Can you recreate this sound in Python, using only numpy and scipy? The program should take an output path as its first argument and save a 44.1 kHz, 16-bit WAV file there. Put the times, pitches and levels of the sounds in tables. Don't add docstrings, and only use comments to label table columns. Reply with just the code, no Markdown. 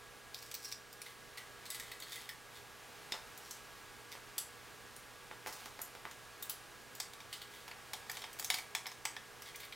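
import sys
import numpy as np
from scipy import signal
from scipy.fft import rfft, irfft
from scipy.io import wavfile

SR = 44100
rng = np.random.default_rng(int(sys.argv[2]) if len(sys.argv) > 2 else 0)


def inscribe(sig):
    pcm = np.round(np.clip(np.atleast_2d(sig).T, -1, 1) * 32767)
    wavfile.write(sys.argv[1], SR, pcm.astype(np.int16))


N = 429975


def amp(db):
    return 10 ** (np.asarray(db) / 20)


def unit_rms(x):
    return x / np.sqrt(np.mean(x ** 2) + 1e-20)


def curve_at(points, hz):
    point_hz, value = np.transpose(points)
    return np.interp(np.log(hz + 1), np.log(point_hz + 1), value)


def add(mix, start_s, sound):
    part = mix[max(round(start_s * SR), 0):][:len(sound)]
    part += sound[:len(part)]


def drift(rate_hz):
    hz = np.fft.rfftfreq(N, 1 / SR)
    return unit_rms(irfft(rfft(rng.standard_normal(N)) * np.exp(-(hz / rate_hz) ** 2), N))


# frequency in Hz, relative level in dB.
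AIR_COLOUR = [(15, -44), (25, -2.5), (91, -5.5), (123, -9), (144, -6), (235, -7), (382, -5), (414, -4.5),
              (449, -6.5), (486, -5), (1510, -3), (1680, -4), (2030, -5.5), (9460, -16), (15800, -21.5)]
# frequency in Hz, level in dB against the common part.
NOISE_WIDTH = [(25, -19), (120, -27), (1500, -22.5), (3500, -49)]
def ventilation(level_db=-55.5, swell_db=0.78):
    hz = np.fft.rfftfreq(N, 1 / SR)
    mid, side = rfft(rng.standard_normal((2, N))) * amp(curve_at(AIR_COLOUR, hz))
    side = side * amp(curve_at(NOISE_WIDTH, hz))
    rush = unit_rms(irfft(np.array([mid + side, mid - side]), N))
    return rush * amp(level_db + swell_db * drift(0.96))


# pitch in Hz, level in dB, pitch wander in Hz.
HUM_TONES = [(62.2, -85.5, 0.27), (120.6, -72, 0.24), (234, -81.5, 1.94), (415.4, -72, 1.93),
             (479.6, -71.5, 0.38), (817, -75.5, 6.06), (1147, -71, 5.25), (1403, -82, 4),
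             (1651, -67.5, 2.88)]
def hum(flutter_db=1.5):
    out = np.zeros(N)
    for hz, db, wander_hz in HUM_TONES:
        cycles = np.cumsum(hz + wander_hz * drift(13.54)) / SR
        out += np.sqrt(2) * amp(db + flutter_db * drift(9.3)) * np.sin(2 * np.pi * cycles)
    return out


# frequency in Hz, seconds to fall by 60 dB.
ROOM_T60 = [(200, 0.13), (1000, 0.32), (4000, 0.27), (9000, 0.34), (16000, 0.15)]
def room_echoes(feed, echoes_per_s=6000, gap_s=0.0033, early_db=4, early_s=0.0064):
    taps = rng.standard_normal(SR) * (rng.random(SR) < echoes_per_s / SR)
    hz, frame_s, spectra = signal.stft(taps, SR, nperseg=256)
    decay = amp(-60 * frame_s / curve_at(ROOM_T60, hz)[:, None])
    tail = signal.istft(spectra * decay, SR, nperseg=256)[1]
    t = np.arange(len(tail)) / SR
    onset = np.clip(t / gap_s - 1, 0, 1)
    tail *= onset * (1 + amp(early_db) * np.exp(-t / early_s))
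    return signal.fftconvolve(feed, tail / np.linalg.norm(tail))[:N]


def direct_and_feed(x, gain_db, room_db):
    return amp(gain_db) * np.array([x, amp(room_db) * x])


def body(colour, modes=(), modes_db=0, size=8192):
    hz = np.fft.rfftfreq(size, 1 / SR)
    peaks = sum(amp(modes_db + db) ** 2 / (1 + (2 * (hz - f) / width) ** 2) for f, width, db in modes)
    log_gain = np.log(amp(curve_at(colour, hz)) ** 2 + peaks) / 2
    mirrored = np.r_[log_gain, log_gain[-2:0:-1]]
    return np.exp(np.conj(signal.hilbert(mirrored)))[:len(hz)]


def contact(chatter_s, size=8192):
    t = np.arange(size) / SR
    fade = np.exp(-t / (2 * chatter_s)) * (1 - np.exp(-t / 0.00032))
    burst = rfft(rng.standard_normal(size) * fade)
    whitened = irfft(burst / abs(burst))
    return rfft(whitened * np.sqrt(fade))


def struck_at(response, ring_hz, q, ring_db):
    hz = np.linspace(0, SR / 2, len(response))
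    return response * (1 + amp(ring_db) / (1 + 1j * q * (hz / ring_hz - ring_hz / (hz + 1))))


def partials(hz, strength, count=18):
    ring_hz = rng.uniform(1800, 15500, (count, 1))
    width_hz = rng.uniform(110, 260, (count, 1))
    return 1 + strength * (1 / (1 + 2j * (hz - ring_hz) / width_hz)).sum(0)


def blow(response, body_db, treble_db, chatter_s, metal=0, split_hz=5000):
    hz = np.linspace(0, SR / 2, len(response))
    treble = 1 / (1 + (split_hz / (hz + 1)) ** 8)
    attack = round(.008 * SR)
    rung = contact(chatter_s) * response * partials(hz, metal)
    low, high = irfft(rung * (1 - treble)), irfft(rung * treble)
    return amp(body_db) * low / low[:attack].std() + amp(treble_db) * high / high[:attack].std()


def knocks(rows, response, chatter_s, metal, q, ring_db):
    out = np.zeros(N)
    for start_s, body_db, treble_db, ring_hz in rows:
        place = struck_at(response, ring_hz, q, ring_db)
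        add(out, start_s, blow(place, body_db, treble_db, chatter_s, metal))
    return out


def clinks(rows, response, chatter_s, metal, q, ring_db, rebound_s=.008):
    out = np.zeros(N)
    for start_s, body_db, treble_db, ring_hz, rebound in rows:
        place = struck_at(response, ring_hz, q, ring_db)
        add(out, start_s, blow(place, body_db, treble_db, chatter_s, metal))
        add(out, start_s + rebound_s, rebound * blow(place, body_db, treble_db, chatter_s, metal))
    return out


def rattle(rows, response, contacts_per_s):
    out = np.zeros(N)
    for middle_s, length_s, db in rows:
        count = round(length_s * SR)
        clicks = rng.standard_normal(count) * (rng.random(count) < contacts_per_s / SR)
        sound = signal.fftconvolve(clicks * signal.windows.tukey(count, .8), irfft(response))
        add(out, middle_s - length_s / 2, amp(db) * sound / (sound[:count].std() + 1e-12))
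    return out


# frequency in Hz, relative level in dB.
FLOOR_COLOUR = [(100, -12), (250, -5), (450, 0.5), (850, 3.5), (1400, 1), (2150, 0.5), (2800, -7.5),
                (4000, -11.5), (8000, -26.5), (15500, -27.5)]
# start in seconds, body and treble in relative dB.
HEELS = [(4.152, -52, -69), (5.3117, -47.5, -73), (5.4613, -44, -55), (5.6584, -50, -52.5),
         (5.7913, -48, -58), (5.9508, -52, -61), (6.0524, -44, -61)]
# start in seconds, body and treble in relative dB.
DULL_CONTACTS = [(3.138, -47.5, -58), (5.47, -46.5, -47), (5.525, -62, -49)]
def steps_and_dull_contacts(sole_delay_s=.01, sole_share=0.23):
    floor = body(FLOOR_COLOUR)
    steps, dull = np.zeros((2, N))
    for start_s, body_db, treble_db in HEELS:
        add(steps, start_s, blow(floor, body_db, treble_db, chatter_s=0.0015))
        add(steps, start_s + sole_delay_s, sole_share * blow(floor, body_db, treble_db, chatter_s=0.0064))
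    for start_s, body_db, treble_db in DULL_CONTACTS:
        add(dull, start_s, blow(floor, body_db, treble_db, chatter_s=0.0074))
    return (direct_and_feed(steps, gain_db=1, room_db=-3)
            + direct_and_feed(dull, gain_db=0.5, room_db=0.5))


# frequency in Hz, relative level in dB.
HARD_COLOUR = [(300, -18), (1200, 8.5), (2000, 4), (2900, 6), (3700, 7), (4400, 4), (6200, 0.5),
               (8000, -0.5), (10000, -2.5), (12300, -1), (13500, -6), (15500, -4)]
# start in seconds, body and treble in relative dB, ring in Hz.
BRIGHT_TICKS = [(3.3758, -65, -50.5, 14100), (3.509, -58, -44, 6500), (4.3805, -45.5, -33.5, 9800),
                (4.9632, -71, -51.5, 9080), (5.8157, -63, -39.5, 11700), (6.1116, -53.5, -54, 2220),
                (6.4249, -50.5, -40.5, 15300), (6.4957, -47, -36.5, 15300), (6.9507, -60, -49.5, 14200),
                (8.3295, -63, -51, 15300), (8.388, -56, -48, 15300), (9.4201, -55, -50, 1240),
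                (9.5585, -70, -47.5, 14300), (9.602, -66, -54, 14500), (9.649, -60, -55.5, 14500)]
# middle and length in seconds, relative level in dB.
GRIT = [(5.61, .24, -59)]
def ticks_and_grit():
    hard = body(HARD_COLOUR)
    ticks = knocks(BRIGHT_TICKS, hard, chatter_s=0.0035, metal=1.6, q=4.9, ring_db=2.5)
    grit = rattle(GRIT, hard, contacts_per_s=1200)
    return (direct_and_feed(ticks, gain_db=-0.5, room_db=-3.5)
            + direct_and_feed(grit, gain_db=-1.5, room_db=-3.5))


# frequency in Hz, relative level in dB.
FRAME_COLOUR = [(150, -8), (500, -1), (1400, -16), (2200, 1), (4200, -3), (5500, -7), (7000, -10),
                (15500, -23)]
# pitch and width in Hz, relative level in dB.
FRAME_MODES = [(964, 38, 3), (2100, 70, -8), (3420, 60, 0), (3680, 84, 3), (4070, 70, -1), (5220, 110, 7)]
# start in seconds, body and treble in relative dB, ring in Hz.
FRAME_BUMP = [(3.1204, -36.5, -43, 3600)]
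def frame_bump():
    frame = body(FRAME_COLOUR, FRAME_MODES, modes_db=4.5)
    bump = knocks(FRAME_BUMP, frame, chatter_s=.0024, metal=1.5, q=7.1, ring_db=-7)
    return direct_and_feed(bump, gain_db=-0.5, room_db=-5)


# frequency in Hz, relative level in dB.
FLAP_COLOUR = [(200, -53), (430, -5.5), (580, -19), (800, 3.5), (1100, 0.5), (1450, -6), (1800, -8),
               (2250, -3), (2750, -14), (3400, -0.5), (5000, -9.5), (6300, -8), (8500, -12), (15500, -15.5)]
# pitch and width in Hz, relative level in dB.
FLAP_MODES = [(760, 47, 6), (1090, 78, -6), (1746, 140, 0), (2240, 220, 2.5), (3270, 240, -4),
              (4230, 89, -17), (4660, 100, -0.5), (5070, 110, -5.5), (5380, 110, -3.5)]
# start in seconds, body and treble in relative dB, ring in Hz.
FLAP_CLACKS = [(7.0005, -42.5, -38, 5270), (7.1343, -53.5, -54, 1750), (7.2031, -50.5, -60, 2430),
               (7.679, -48.5, -55, 1030), (7.7124, -47, -60, 2800), (7.9335, -41.5, -43, 773),
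               (8.0966, -40, -45.5, 1900), (8.1145, -56, -44.5, 12300), (8.1694, -45.5, -48.5, 7350),
               (8.2183, -47.5, -52, 3210), (8.2397, -43.5, -56, 2690), (8.3959, -47, -39, 15000),
               (8.4243, -51, -50, 3480), (8.4448, -47.5, -37, 3480), (8.5013, -30, -33, 3670),
               (8.5412, -37, -38.5, 2740), (8.585, -41.5, -47, 2250), (8.7496, -34, -37.5, 1850),
               (8.8568, -43.5, -67, 2150), (8.8668, -43, -45, 2070), (8.9162, -50, -55, 2690),
               (9.0524, -36, -37, 8250), (9.1651, -42, -57, 1780)]
def flap():
    sheet = body(FLAP_COLOUR, FLAP_MODES, modes_db=0.5)
    clacks = knocks(FLAP_CLACKS, sheet, chatter_s=0.0029, metal=1.7, q=7.9, ring_db=1.5)
    return direct_and_feed(clacks, gain_db=-0.4, room_db=-4.7)


# frequency in Hz, relative level in dB.
EDGE_COLOUR = [(300, -27), (1400, -4), (1750, -11), (2000, 2), (2300, -3.5), (2700, -7), (3300, -0.5),
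               (4000, -2.5), (4600, -2), (5500, -7.5), (8000, -8.5), (12000, -9.5), (15500, -11)]
# pitch and width in Hz, relative level in dB.
EDGE_MODES = [(1880, 180, -3), (2080, 190, 0), (3370, 170, -2), (3730, 220, 0.5), (4470, 110, 0)]
# start in seconds, body and treble in relative dB, ring in Hz, rebound share from 0 to 1.
EDGE_JUMPS = [(1.062, -50, -59, 2110, .1), (1.373, -48.5, -52, 1950, .9), (1.654, -54.5, -54, 4150, 1),
              (1.7025, -51, -40, 3840, .3), (1.7459, -49.5, -46.5, 1880, .6),
              (1.7978, -46, -45.5, 1840, .1), (1.9155, -46, -50, 1950, 0.2), (2.0009, -55, -49.5, 3860, 0),
              (2.022, -48, -52, 4340, 0.5), (2.1206, -49.5, -49.5, 3760, 1), (2.1575, -49, -49, 2000, 0.2),
              (2.2905, -44.5, -47.5, 1810, 0), (4.116, -53, -67, 2250, 0.8),
              (7.3275, -44, -47.5, 2870, 0.53), (7.4166, -48.5, -52.5, 2900, 0),
              (9.5448, -51, -69.5, 2400, 0.7), (9.602, -53, -60, 2360, .4), (9.632, -51, -63, 2300, .6),
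              (9.7234, -45.5, -60, 2400, .1)]
# middle and length in seconds, relative level in dB.
SLIDES = [(1.08, 0.15, -61), (1.745, 0.078, -53), (1.86, 0.13, -58), (2.15, 0.32, -54.5),
          (2.56, 0.084, -57), (7.36, 0.2, -62), (7.56, 0.23, -60), (8.17, .14, -55), (8.57, 0.17, -54),
          (9.48, .074, -54), (9.62, .14, -59)]
def chain_dragged():
    edge = body(EDGE_COLOUR, EDGE_MODES)
    jumps = clinks(EDGE_JUMPS, edge, chatter_s=0.0042, metal=1.5, q=15, ring_db=7.5)
    slides = rattle(SLIDES, edge, contacts_per_s=700)
    return (direct_and_feed(jumps, gain_db=-0.5, room_db=-3)
            + direct_and_feed(slides, gain_db=-3.5, room_db=-2))


# frequency in Hz, relative level in dB.
LINK_COLOUR = [(300, -27), (1500, -16), (2400, -3.5), (3100, -13), (3800, -3), (4500, 0.5), (5400, -5),
               (6500, -5), (7600, -2.5), (8800, -7), (10500, -6), (13000, -11), (14000, -7), (15500, -8.5)]
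# pitch and width in Hz, relative level in dB.
LINK_MODES = [(4970, 230, -4), (5600, 180, -0.5), (5960, 200, -9), (7650, 240, -14), (12700, 400, -10)]
# start in seconds, body and treble in relative dB, ring in Hz, rebound share from 0 to 1.
LINK_CLINKS = [(.3441, -45.5, -49, 3480, .1), (.425, -54, -54, 14600, 0.3), (.5137, -51.5, -48, 3500, 0.2),
               (.5412, -48, -43.5, 15300, .95), (.6455, -53, -47, 5270, .95),
               (.7155, -50.5, -52, 2820, 0.4), (.7233, -45, -45.5, 5600, 0), (.928, -65, -53, 13400, .4),
               (1.0165, -51, -47.5, 10400, .2)]
# middle and length in seconds, relative level in dB.
JINGLES = [(.42, 0.27, -65), (.66, 0.18, -61), (3.5, 0.24, -65.5), (4.125, 0.035, -57)]
def chain_lifted():
    link = body(LINK_COLOUR, LINK_MODES, modes_db=6)
    strikes = clinks(LINK_CLINKS, link, chatter_s=0.0026, metal=1.5, q=9.6, ring_db=6)
    jingles = rattle(JINGLES, link, contacts_per_s=780)
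    return (direct_and_feed(strikes, gain_db=0, room_db=-6)
            + direct_and_feed(jingles, gain_db=1.5, room_db=-1.5))


def scene():
    direct, feed = (steps_and_dull_contacts() + ticks_and_grit() + frame_bump()
                    + flap() + chain_dragged() + chain_lifted())
    return ventilation() + hum() + room_echoes(feed) + direct


def record(dry, lean_share=0.84, bass_hz=316, centred_above_hz=2410, top_hz=15880):
    hz = np.fft.rfftfreq(N, 1 / SR)
    bass = rfft(dry.mean(0)) / (1 + 1j * hz / bass_hz)
    lean = lean_share * irfft(bass / (1 + (hz / centred_above_hz) ** 8), N)
    pair = dry + np.array([-lean, lean])
    lowpass = signal.firwin(601, top_hz, window=("kaiser", 8), fs=SR)
    return signal.oaconvolve(pair, lowpass[None], "same")


dry = scene()
out = record(dry)
inscribe(out)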